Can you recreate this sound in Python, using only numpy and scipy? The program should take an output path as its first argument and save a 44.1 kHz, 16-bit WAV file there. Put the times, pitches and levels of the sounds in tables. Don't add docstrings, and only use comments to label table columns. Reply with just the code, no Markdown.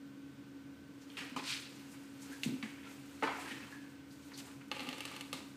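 import sys
import numpy as np
from scipy import signal
from scipy.fft import rfft, irfft, next_fast_len
from scipy.io import wavfile

SR = 44100
rng = np.random.default_rng(int(sys.argv[2]) if len(sys.argv) > 2 else 0)


def generate_wav(sig):
    pcm = np.round(np.clip(np.atleast_2d(sig).T, -1, 1) * 32767).astype(np.int16)
    wavfile.write(sys.argv[1], SR, pcm)


def volts(x):
    e = np.asarray(x, float) / 20
    return 10 ** e


N = 245501

# (f/Hz, level/dB, t60/s)
CARD = [(528, -4, .06), (840, -4, .045), (1190, -2, .035), (1265, -4, .03), (2260, -3, .025),
        (2750, -2, .025)]
LIGHT_MOVE_DB = -60
CONTROL_STEP = 8


def in_time(rows):
    s, *columns = np.transpose(rows)
    return [np.interp(np.arange(N) / SR, s, column) for column in columns]


def at_hz(points, hz):
    point_hz, value = np.transpose(points)
    return np.interp(np.log(hz + 1e-9), np.log(point_hz), value)


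def rms_one(x):
    return x / np.sqrt(np.mean(x ** 2) + 1e-20)


def band(x, low_hz, high_hz):
    edges = [low_hz, min(high_hz, .45 * SR)]
    return signal.sosfilt(signal.butter(2, edges, "band", fs=SR, output="sos"), x)


def resonance(x, hz, width_hz):
    r = np.exp(-np.pi * width_hz / SR)
    feed = np.array([1, 0, -1]) * (1 - r * r) / 2
    return signal.lfilter(feed, [1, -2 * r * np.cos(2 * np.pi * hz / SR), r * r], x)


def drift(rate_hz):
    r = np.exp(-2 * np.pi * rate_hz / SR)
    wander = signal.lfilter([1], [1, -2 * r, r * r], rng.standard_normal(N + SR))
    return rms_one(wander[SR:])


def dying(t60, size=8192):
    return volts(-60 * np.arange(size) / SR / max(t60, 1e-3))


def add(out, s, sound, db):
    i = round(s * SR)
    out[i:i + len(sound)] += (volts(db) * sound / np.abs(sound).max())[:N - i]


def note(hz, t60):
    return dying(t60) * np.sin(2 * np.pi * hz * np.arange(8192) / SR)


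def struck(modes, pitch=1):
    strengths_db = 2.5 * rng.standard_normal(len(modes))
    return sum(volts(db + own_db) * note(hz * pitch, t60)
               for (hz, db, t60), own_db in zip(modes, strengths_db))


def crack(t60):
    return band(rng.standard_normal(8192) * dying(t60), 4000, 11500)


def grains(per_s, spread_db):
    sizes = volts(spread_db * np.minimum(rng.exponential(1, N), 4)) * rng.choice([-1, 1], N)
    clicks = sizes * (rng.random(N) < per_s / SR)
    return rms_one(clicks * volts(1.2 * drift(40)))


def walls(x):
    # (f/Hz, width/Hz, level/dB)
    wall_modes = [(300, 37, 15), (583, 16, 1), (910, 360, -7.5), (1082, 6.7, 6), (1300, 51, -6),
                  (1530, 17, 8), (1760, 20, -41), (1770, 5.4, -29), (2580, 590, -9), (2790, 22, -23)]
    narrowest_hz = 60
    return sum((-1) ** k * volts(db) * resonance(x, hz, max(width, narrowest_hz))
               for k, (hz, width, db) in enumerate(wall_modes))


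def echoed(x):
    # (lag/s, level/dB)
    floor_echoes = [(.0034, -6), (.0065, -12)]
    return x + sum(volts(db) * np.roll(x, round(lag * SR)) for lag, db in floor_echoes)


def background():
    # (f/Hz, level per Hz/dB)
    air_spectrum = [(40, -54), (64, -26), (110, -20), (250, -15), (370, -21), (500, -18.5), (660, -29),
                    (1050, -28), (1550, -30), (2700, -31.5), (5000, -38), (9000, -43), (11000, -50.5),
                    (15500, -42.5)]
    # (f/Hz, width/Hz, level/dB)
    room_modes = [(82.8, 8.4, -72), (132.5, 24, -64.5), (206.5, 29, -66.5), (219.9, 5.4, -72),
                  (287.5, 47, -61.5), (350.8, 7.1, -74)]
    # (f/Hz, rms level/dB, wander/Hz)
    hum_lines = [(277.7, -54.5, 4.06), (1398, -79, 4.6), (1517, -74.5, 10), (1540, -76.5, 14.05)]
    air_db, flutter_db = -63.5, 0.9
    size = next_fast_len(N)
    hz = np.arange(size // 2 + 1) * SR / size
    white = rfft(rng.standard_normal(size))
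    air = irfft(white * volts(at_hz(air_spectrum, hz)), size)[:N]
    out = volts(air_db) * air / np.std(band(air, 357, 14000))
    for mode_hz, width, db in room_modes:
        rumble = resonance(rng.standard_normal(N), mode_hz, width)
        out = out + volts(db) * rms_one(resonance(rumble, mode_hz, width))
    for line_hz, db, wander in hum_lines:
        phase = 2 * np.pi * np.cumsum(line_hz + wander * 0.287 * drift(5.28)) / SR
        out = out + np.sqrt(2) * volts(db + flutter_db * drift(5.9)) * np.sin(phase)
    return out


def moves():
    # (t/s, level/dB, speed/0-1)
    stir = [(0.9, -77, 0.5), (1.14, -62, 0.35), (1.35, -67, 0.1), (1.69, -62.5, 0.54), (1.9, -60.5, 0.4),
            (2.13, -65.5, 0.48), (2.32, -56.5, 0.54), (2.43, -63, 0.8), (2.84, -63.5, 0.12),
            (3.19, -61.5, 0.6), (3.72, -61, 0.44), (4.03, -82, 0.63), (4.28, -62.5, 0.63),
            (4.7, -72.5, 0.5), (4.74, -52.5, 0.22), (5.16, -52.5, 0.44), (5.32, -64, 0.5),
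            (5.567, -89, 0.8)]
    # (t/s, peak/dB, t60/s, weight on the walls/dB, speed/0-1)
    shoves = [
        (1.172, -43, 0.72, -1.5, 0.3),
        (1.36, -42.5, 0.43, 5, 0.57),
        (2.437, -45, 0.24, 0, 1),
        (2.466, -55.5, 0.81, 5, 1),
        (2.628, -50, 0.91, 0.5, 0.08),
        (3.226, -47, 0.45, 13.5, 0.63),
        (4.719, -50, 0.093, 13, 0.5),
        (5.332, -49.5, 0.64, 6, 0.98),
    ]
    # (peak t/s, peak/dB, swell/s, weight on the walls/dB, speed/0-1, above 1 fur)
    slides = [(1.508, -37, 0.066, -30, 0.71), (1.5, -72, 0.026, 6, 0.65), (2.862, -67, 0.027, 13, 0.6),
              (3.46, -50, 0.19, 2.5, 0.26), (4.13, -75.5, 0.049, -5, 2), (4.24, -81, 0.078, -8.5, 1.9),
              (2.93, -64, 0.075, 9.5, 1.13), (2.9, -83, 0.05, -7.5, 1.8), (2.4, -72, 0.052, -7, 1),
              (3.4, -67.5, 0.044, 0, 1.7), (3.4, -77, 0.031, 3, 2.1), (4.685, -77, 0.0059, -5, 2.2),
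              (1.3, -67, 0.008, -5, 1.5), (4.393, -61.5, 0.03, 8, 1.7), (6.2, -57, 0.035, 2, 0.98),
              (5.5, -76, 0.11, -10, 1.8), (6.3, -72, 0.092, -10, 2.2), (3.91, -80, .04, -10, 2.1),
              (4.26, -79, .03, -10, 1.9), (4.48, -60, 0.079, 5.5, 0.45), (1.3, -56, 0.011, -8, 0.18),
              (2.23, -69, 0.033, -10, 1.9), (2.445, -62, 0.018, -10, 2.6), (4.4, -70, .008, -10, 2.2),
              (4.378, -70, .004, -10, 2.2), (1.478, -51, 0.014, -13, 0.58), (1.522, -53, .01, -15, 0.56),
              (1.8, -56, 0.0097, -19, 0.36)]
    stir_weight_db, shove_attack_s, fade_per_swell = 4, 0.0053, 1.62
    t = np.arange(0, N, CONTROL_STEP) / SR
    stir_db, stir_speed = np.array(in_time(stir))[:, ::CONTROL_STEP]
    fade_in_db = -80 * np.clip(1 - (t - stir[0][0]) / 0.043, 0, 1)
    yield stir_db + fade_in_db, 0, stir_weight_db, stir_speed
    for s, db, t60, weight_db, speed in shoves:
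        attack_db = 20 * np.log10(np.clip((t - s) / shove_attack_s, 1e-5, 1))
        fall_db = 60 * np.maximum(t - s, 0) / t60
        yield db + attack_db, fall_db, weight_db, speed
    for s, db, swell, weight_db, speed in slides:
        fall_db = 10 * np.where(t < s, ((s - t) / swell) ** 2, (t - s) / swell / fade_per_swell)
        yield db, fall_db, weight_db, speed


def rubbing():
    # (t/s, level/dB)
    drag_curve = [(4.715, -95), (4.725, -54.5), (4.85, -53), (5.0, -58.5), (5.15, -64), (5.26, -61),
                  (5.31, -84), (5.335, -55), (5.45, -87), (5.56, -90)]
    fur_level_db, fur_db_per_speed = -11, 9
    walls_die, fur_dies = 0.95, 1.21
    fur_follows, tips_follow, tips_db = 0.69, 0.28, -5
    power = np.zeros((5, len(range(0, N, CONTROL_STEP))))
    for db, fall_db, weight_db, speed in moves():
        wall = volts(db + weight_db - walls_die * fall_db - 7.5) ** 2
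        scuff = volts(db - fall_db - 0.5) ** 2
        fur_db = LIGHT_MOVE_DB + fur_level_db + fur_db_per_speed * speed - fur_dies * fall_db
        over_db = db - LIGHT_MOVE_DB
        fur = volts(fur_db + np.minimum(over_db, fur_follows * over_db)) ** 2
        fine = volts(fur_db + tips_db + np.minimum(over_db, tips_follow * over_db)) ** 2
        speed = np.clip(speed, 0, 1)
        power += [wall, (1 - speed) * scuff, speed * scuff, fur, fine]
    power = np.repeat(power, CONTROL_STEP, axis=1)[:, :N]
    rumble = band(grains(3000, 3.0), 293, 1770)
    shaken = rms_one(rumble + 0.66 * walls(rumble))
    fibres = grains(9000, 2.0)
    slow = rms_one(band(band(fibres, 1425, 3420), 670, 3680))
    fast = rms_one(band(band(fibres, 1840, 4920), 1670, 5300))
    hiss = rms_one(band(band(grains(14000, 2.1), 5340, 9170), 2800, 18000))
    tips = rms_one(band(grains(12000, 3.0), 10000, 15800))
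    drag = rms_one(sum(volts(db) * resonance(fibres, hz, 230) for hz, db, _ in CARD))
    rubbed = np.sum(np.sqrt(power) * [shaken, slow, fast, hiss, tips], axis=0)
    return volts(in_time(drag_curve)[0]) * drag + rubbed


def squeaks():
    # (t/s, level/dB, f/Hz, length/s, width/Hz)
    slip_events = [(2.311, -55.5, 1620, 0.044, 200), (3.498, -54.5, 1776, 0.13, 200),
                   (3.735, -59, 1675, 0.12, 160), (1.01, -61.5, 4870, 0.025, 5000),
                   (1.245, -64, 10500, 0.0067, 6000), (1.597, -63, 9900, 0.022, 8000),
                   (1.912, -57.5, 7000, 0.026, 8000), (2.214, -55, 6070, 0.04, 7100),
                   (3.388, -54.5, 7900, 0.11, 5074), (4.101, -63.5, 4536, 0.052, 1500),
                   (4.333, -53.5, 4300, 0.037, 1530), (4.383, -54, 5000, 0.022, 5000),
                   (4.449, -61, 7750, 0.073, 3000), (1.103, -62, 3080, 0.045, 700)]
    out = np.zeros(N)
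    t = np.arange(16384) / SR
    for s, db, hz, length, width in slip_events:
        shape = np.clip(t / 0.0085, 0, 1) * np.exp(-(t / length) ** 1.1)
        slips = resonance(resonance(rng.laplace(size=len(t)), hz, width), hz, width)
        add(out, s, shape * slips, db + 8.5)
    return out


def notes():
    # (t/s,
    # peak/dB, f/Hz, t60/s)
    panel_notes = [(1.102, -49.5, 3150, .02), (1.1015, -51, 4300, 0.013), (1.171, -43, 2510, 0.098),
                   (1.172, -54, 3540, 0.048), (1.176, -46, 2790, .15), (1.176, -48, 3030, 0.064),
                   (1.18, -45.5, 1900, 0.13), (1.364, -39.5, 1021, 0.13), (1.372, -43, 828, 0.093),
                   (1.372, -43.5, 1090, .08), (1.393, -43, 880, 0.038), (1.364, -36, 1210, 0.032),
                   (1.365, -44, 2470, 0.046), (1.365, -40.5, 2990, 0.037), (1.395, -42, 2470, 0.054),
                   (1.395, -46, 3350, 0.046), (2.463, -35.5, 139, .2), (2.628, -41.5, 2230, 0.058),
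                   (2.63, -43, 2000, .04), (2.63, -47, 1130, 0.035), (2.632, -50.5, 760, .05),
                   (2.628, -45, 4560, 0.027), (2.628, -54, 3400, .02), (2.628, -46, 3950, .02),
                   (2.865, -51.5, 1360, 0.11), (2.897, -55, 1500, 0.055), (2.897, -53, 2100, .06),
                   (3.229, -34, 1100, .04), (3.236, -47, 4000, .03), (3.27, -50, 2800, .03),
                  (3.226, -30.5, 550, .03), (3.23, -36.5, 450, 0.12), (3.238, -31, 880, 0.074),
                  (3.237, -34, 1440, .05), (3.255, -44, 1800, 0.05), (3.234, -34, 560, 0.048),
                  (3.237, -35, 1770, 0.052), (3.237, -40, 2950, 0.054), (3.273, -36, 1300, 0.16),
                  (3.28, -34, 1010, .08), (3.243, -35.5, 280, 0.18), (3.321, -44, 1150, 0.067),
                  (3.273, -48, 1530, 0.33), (3.273, -42, 2340, 0.1), (3.273, -45.5, 3300, 0.082),
                  (3.29, -37, 800, .1), (3.328, -51, 1990, 0.093), (3.35, -45, 1400, 0.092),
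                  (3.385, -43.5, 730, 0.1), (3.455, -56, 1560, 0.16), (3.46, -45, 1600, 0.089),
                  (3.508, -45.5, 1860, 0.17), (3.63, -46, 2600, 0.053), (3.67, -51, 3100, 0.056),
                  (3.54, -52, 1900, 0.091), (3.635, -53, 2100, .05), (3.681, -54, 1140, .05),
                  (3.725, -48, 1700, 0.1), (3.735, -52, 1800, 0.049), (3.73, -53, 1080, 0.045)]
    out = np.zeros(N)
    for s, db, hz, t60 in panel_notes:
        add(out, s, note(hz, t60), db)
    return band(out, 100, 12000)


def taps():
    # (t/s, peak/dB, centre f/Hz)
    contacts = [(1.1716, -36, 2580), (1.1852, -43, 2800), (1.3639, -42, 2200), (1.3973, -39, 2200),
                (1.4415, -40, 1940), (1.1022, -49, 3300), (1.4975, -29, 4000), (1.5075, -34, 3300),
                (1.511, -29, 3270), (1.5218, -33, 3500), (1.5247, -25.5, 3100), (1.5366, -26, 3920),
                (2.4495, -43, 3100), (2.627, -30.5, 2700), (2.66, -43, 1970), (3.2264, -26.5, 1700),
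                (3.2298, -25, 830), (3.2346, -29, 900), (3.237, -22.5, 1800), (3.244, -34, 1400),
                (3.25, -32, 1900), (3.265, -35, 1800), (3.274, -31, 1990), (3.2787, -37, 2300),
                (3.2885, -36, 2500), (3.3054, -38, 2100), (3.3327, -33, 1700), (4.3188, -53, 2700),
                (4.355, -45, 3900), (4.3751, -41, 7000), (4.3785, -39, 5460), (4.3847, -37, 5400),
                (4.391, -41, 4230), (4.3937, -45, 4600), (4.4003, -39, 4800), (4.4038, -37, 3320),
                (4.455, -49, 3800), (4.7268, -36, 2200), (4.777, -46, 2700), (4.788, -47, 2600),
                (4.8325, -39, 2800), (4.9099, -44, 3400), (4.9518, -47, 2700), (4.9727, -49, 2900),
                (5.0206, -46, 2500), (5.0325, -43, 3100), (5.069, -47, 2370), (5.0777, -39, 3800),
                (5.0838, -45, 3850), (5.1374, -41, 2900), (5.339, -40, 2800), (5.345, -48, 3100),
                (5.3627, -48, 4100)]
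    spread = 1.41
    out = np.zeros(N)
    for s, db, hz in contacts:
        push = -band(dying(0.0019, size=1024), hz / spread, hz * spread)
        add(out, s, push, db)
    return echoed(out)


def knocks():
    # (t/s, peak/dB, centre f/Hz, chatter t60/s, crack level/dB)
    blows = [(2.6277, -48, 910, 0.11, -60), (1.169, -35, 2660, 0.28, -43), (1.205, -37, 1870, 0.17, -48),
             (1.3626, -50, 1300, 0.086, -45), (1.942, -47.5, 1670, 0.069, -48),
             (2.034, -60, 1510, 0.05, -45), (2.324, -48, 1640, 0.21, -42.5), (2.628, -41, 2400, 0.1, -58),
             (2.832, -45.5, 2300, 0.52, -65), (3.2242, -27, 1460, 0.073, -57), (3.23, -26, 830, 0.41, -62),
             (3.2358, -32, 1480, 0.092, -46), (3.244, -45, 520, 0.053, -54),
             (3.249, -32.5, 1200, 0.29, -58), (3.24, -42, 3080, 0.27, -50), (3.272, -33, 1590, 0.63, -58),
             (3.479, -39, 2141, 0.26, -44), (3.511, -37, 2670, 0.16, -44), (4.317, -45.5, 1500, 0.099, -60),
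             (4.377, -42, 4900, 0.12, -39), (4.386, -43.5, 2580, 0.15, -44), (4.47, -49, 960, 0.66, -57),
             (4.612, -46, 1830, 0.098, -68)]
    spread, narrowing = 1.5, 0.049
    first_touch = 3.5
    out = np.zeros(N)
    for s, db, hz, t60, crack_db in blows:
        width = max(spread - narrowing * np.log2(hz / 1000), 1.05)
        low, high = hz / width, hz * width
        chatter = rng.laplace(size=8192) * dying(t60) + first_touch * dying(0.0016)
        spot = band(band(chatter, low, high), low / 1.63, high * 2.3)
        add(out, s, spot + .8 * walls(spot), db - 1.5)
        add(out, s, crack(0.93 * t60), crack_db - 8.5)
    return out


def thuds():
    # (t/s, peak/dB, pitch/Hz, ring length/share of the free ring)
    landings = [(1.199, -40.5, 272, 0.89), (1.311, -43, 254, 1.01), (1.364, -33, 279, 1),
                (1.389, -43, 260, 0.85), (2.297, -42.5, 272, 0.91), (2.46, -24, 242, 0.36),
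                (2.473, -33, 207, 0.45), (2.489, -31, 280, 0.3), (2.504, -31, 230, 0.43),
                (2.5234, -29, 262, 0.35), (2.539, -31, 263, 0.37), (2.632, -34.5, 223, .6),
                (2.655, -45, 244, 0.37), (2.55, -42, 290, .3), (2.575, -48, 337, .45),
                (3.229, -33.5, 285, 0.87), (3.512, -41, 229, 0.8), (3.562, -40, 300, 0.82),
                (4.8, -41.5, 250, 1.6), (4.869, -37.5, 255, 1.3), (5.329, -40, 258.6, 1.01)]
    # (f/ratio to pitch, level/dB, t60/s)
    boom = [(.65, -6, 0.086), (1, 0.5, 0.13), (1.3, -5.5, 0.034), (1.9, -21.5, 0.043)]
    out = np.zeros(N)
    rise = 1 - dying(0.017)
    for s, db, hz, share in landings:
        damped = [(ratio, mode_db, share * t60) for ratio, mode_db, t60 in boom]
        add(out, s, band(rise * struck(damped, pitch=hz), 139, 500), db - 4.5)
    return out


def ticks():
    # (t/s, peak/dB, crack level/dB, panel ring level/dB)
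    releases = [(2.4343, -20, -36, -58), (4.7154, -21, -40, -32.5), (4.7654, -36, -52, -37.5),
                (4.795, -26.5, -48, -42), (4.8048, -30, -47, -39.5), (4.8306, -42, -49, -43),
                (4.870, -36, -45, -40), (4.8893, -26.5, -40, -38.5), (4.9288, -28.5, -49, -43),
                (4.9814, -37, -45, -46), (5.0058, -28, -38, -43), (5.0529, -27.5, -31, -42),
                (5.1144, -46, -43, -42), (5.1405, -52, -54, -43.5), (5.1637, -32, -39.5, -43),
                (5.2096, -28.5, -35, -45), (5.3293, -23.5, -29, -36.5)]
    # (f/Hz, level/dB, t60/s)
    snap = [(2160, -8, 0.0019), (2776, 12, 0.015), (4000, -20, 0.0012), (4600, 7, 0.00099)]
    # (f/Hz, level/dB, t60/s)
    fibre_modes = [(2250, -5, 0.049), (2780, -5, .025), (3220, -12.5, 0.016), (4300, 4, 0.018),
                   (4940, -7, 0.0074), (6370, 4, 0.0055)]
    out, tips = np.zeros(N), np.zeros(N)
    pluck = sum(volts(db) * note(hz, t60) for hz, db, t60 in fibre_modes)
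    point = band(band(dying(.0004), 1830, 5500), 1500, 7000)
    tip = 2.5 * band(dying(.0001), 5500, 14500)
    for s, db, crack_db, ring_db in releases:
        add(out, s, band(band(struck(snap), 1900, 6000), 1700, 11000), db - 10.0)
        add(out, s, pluck, db - 12.5)
        judder = rng.laplace(size=8192) * dying(.035)
        add(out, s, band(judder, 2200, 3600), db - 15)
        add(out, s, band(struck(CARD), 410, 6100), ring_db + 2)
        add(out, s - .00016, -point, db - 3.5)
        add(tips, s + .001, tip + crack(0.008) + 0.35 * crack(0.034), crack_db + 1.0)
    return echoed(out) + tips


def room(x):
    # (f/Hz, t60/s)
    room_t60 = [(200, 0.6), (1000, 0.71), (4000, 0.44), (12000, 0.34)]
    edges = 90 * 2. ** np.arange(8.5)
    white = rng.standard_normal(SR)
    tail = sum(band(white, low, high) * dying(at_hz(room_t60, low), size=SR)
               for low, high in zip(edges, edges[1:]))
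    tail = tail * (1 - dying(0.0062, size=SR))
    return signal.fftconvolve(x, tail / np.linalg.norm(tail))[:N]


def scene():
    hits = ticks() + taps() + notes() + knocks() + thuds()
    room_db = -7.5
    mono = hits + volts(room_db) * room(hits) + rubbing() + squeaks() + background()
    return np.array([mono, mono])


def low_pass(x):
    return signal.sosfilt(signal.butter(12, 15640, fs=SR, output="sos"), x)


def record(dry):
    dry = signal.sosfilt(signal.butter(2, 60, "high", fs=SR, output="sos"), dry)
    dry = dry + volts(-92.5) * rms_one(band(rng.standard_normal(N), 30, 60))
    dry = signal.sosfilt(signal.cheby2(12, 50, 15820, fs=SR, output="sos"), dry)
    return low_pass(dry)


dry = scene()
out = record(dry)
generate_wav(out)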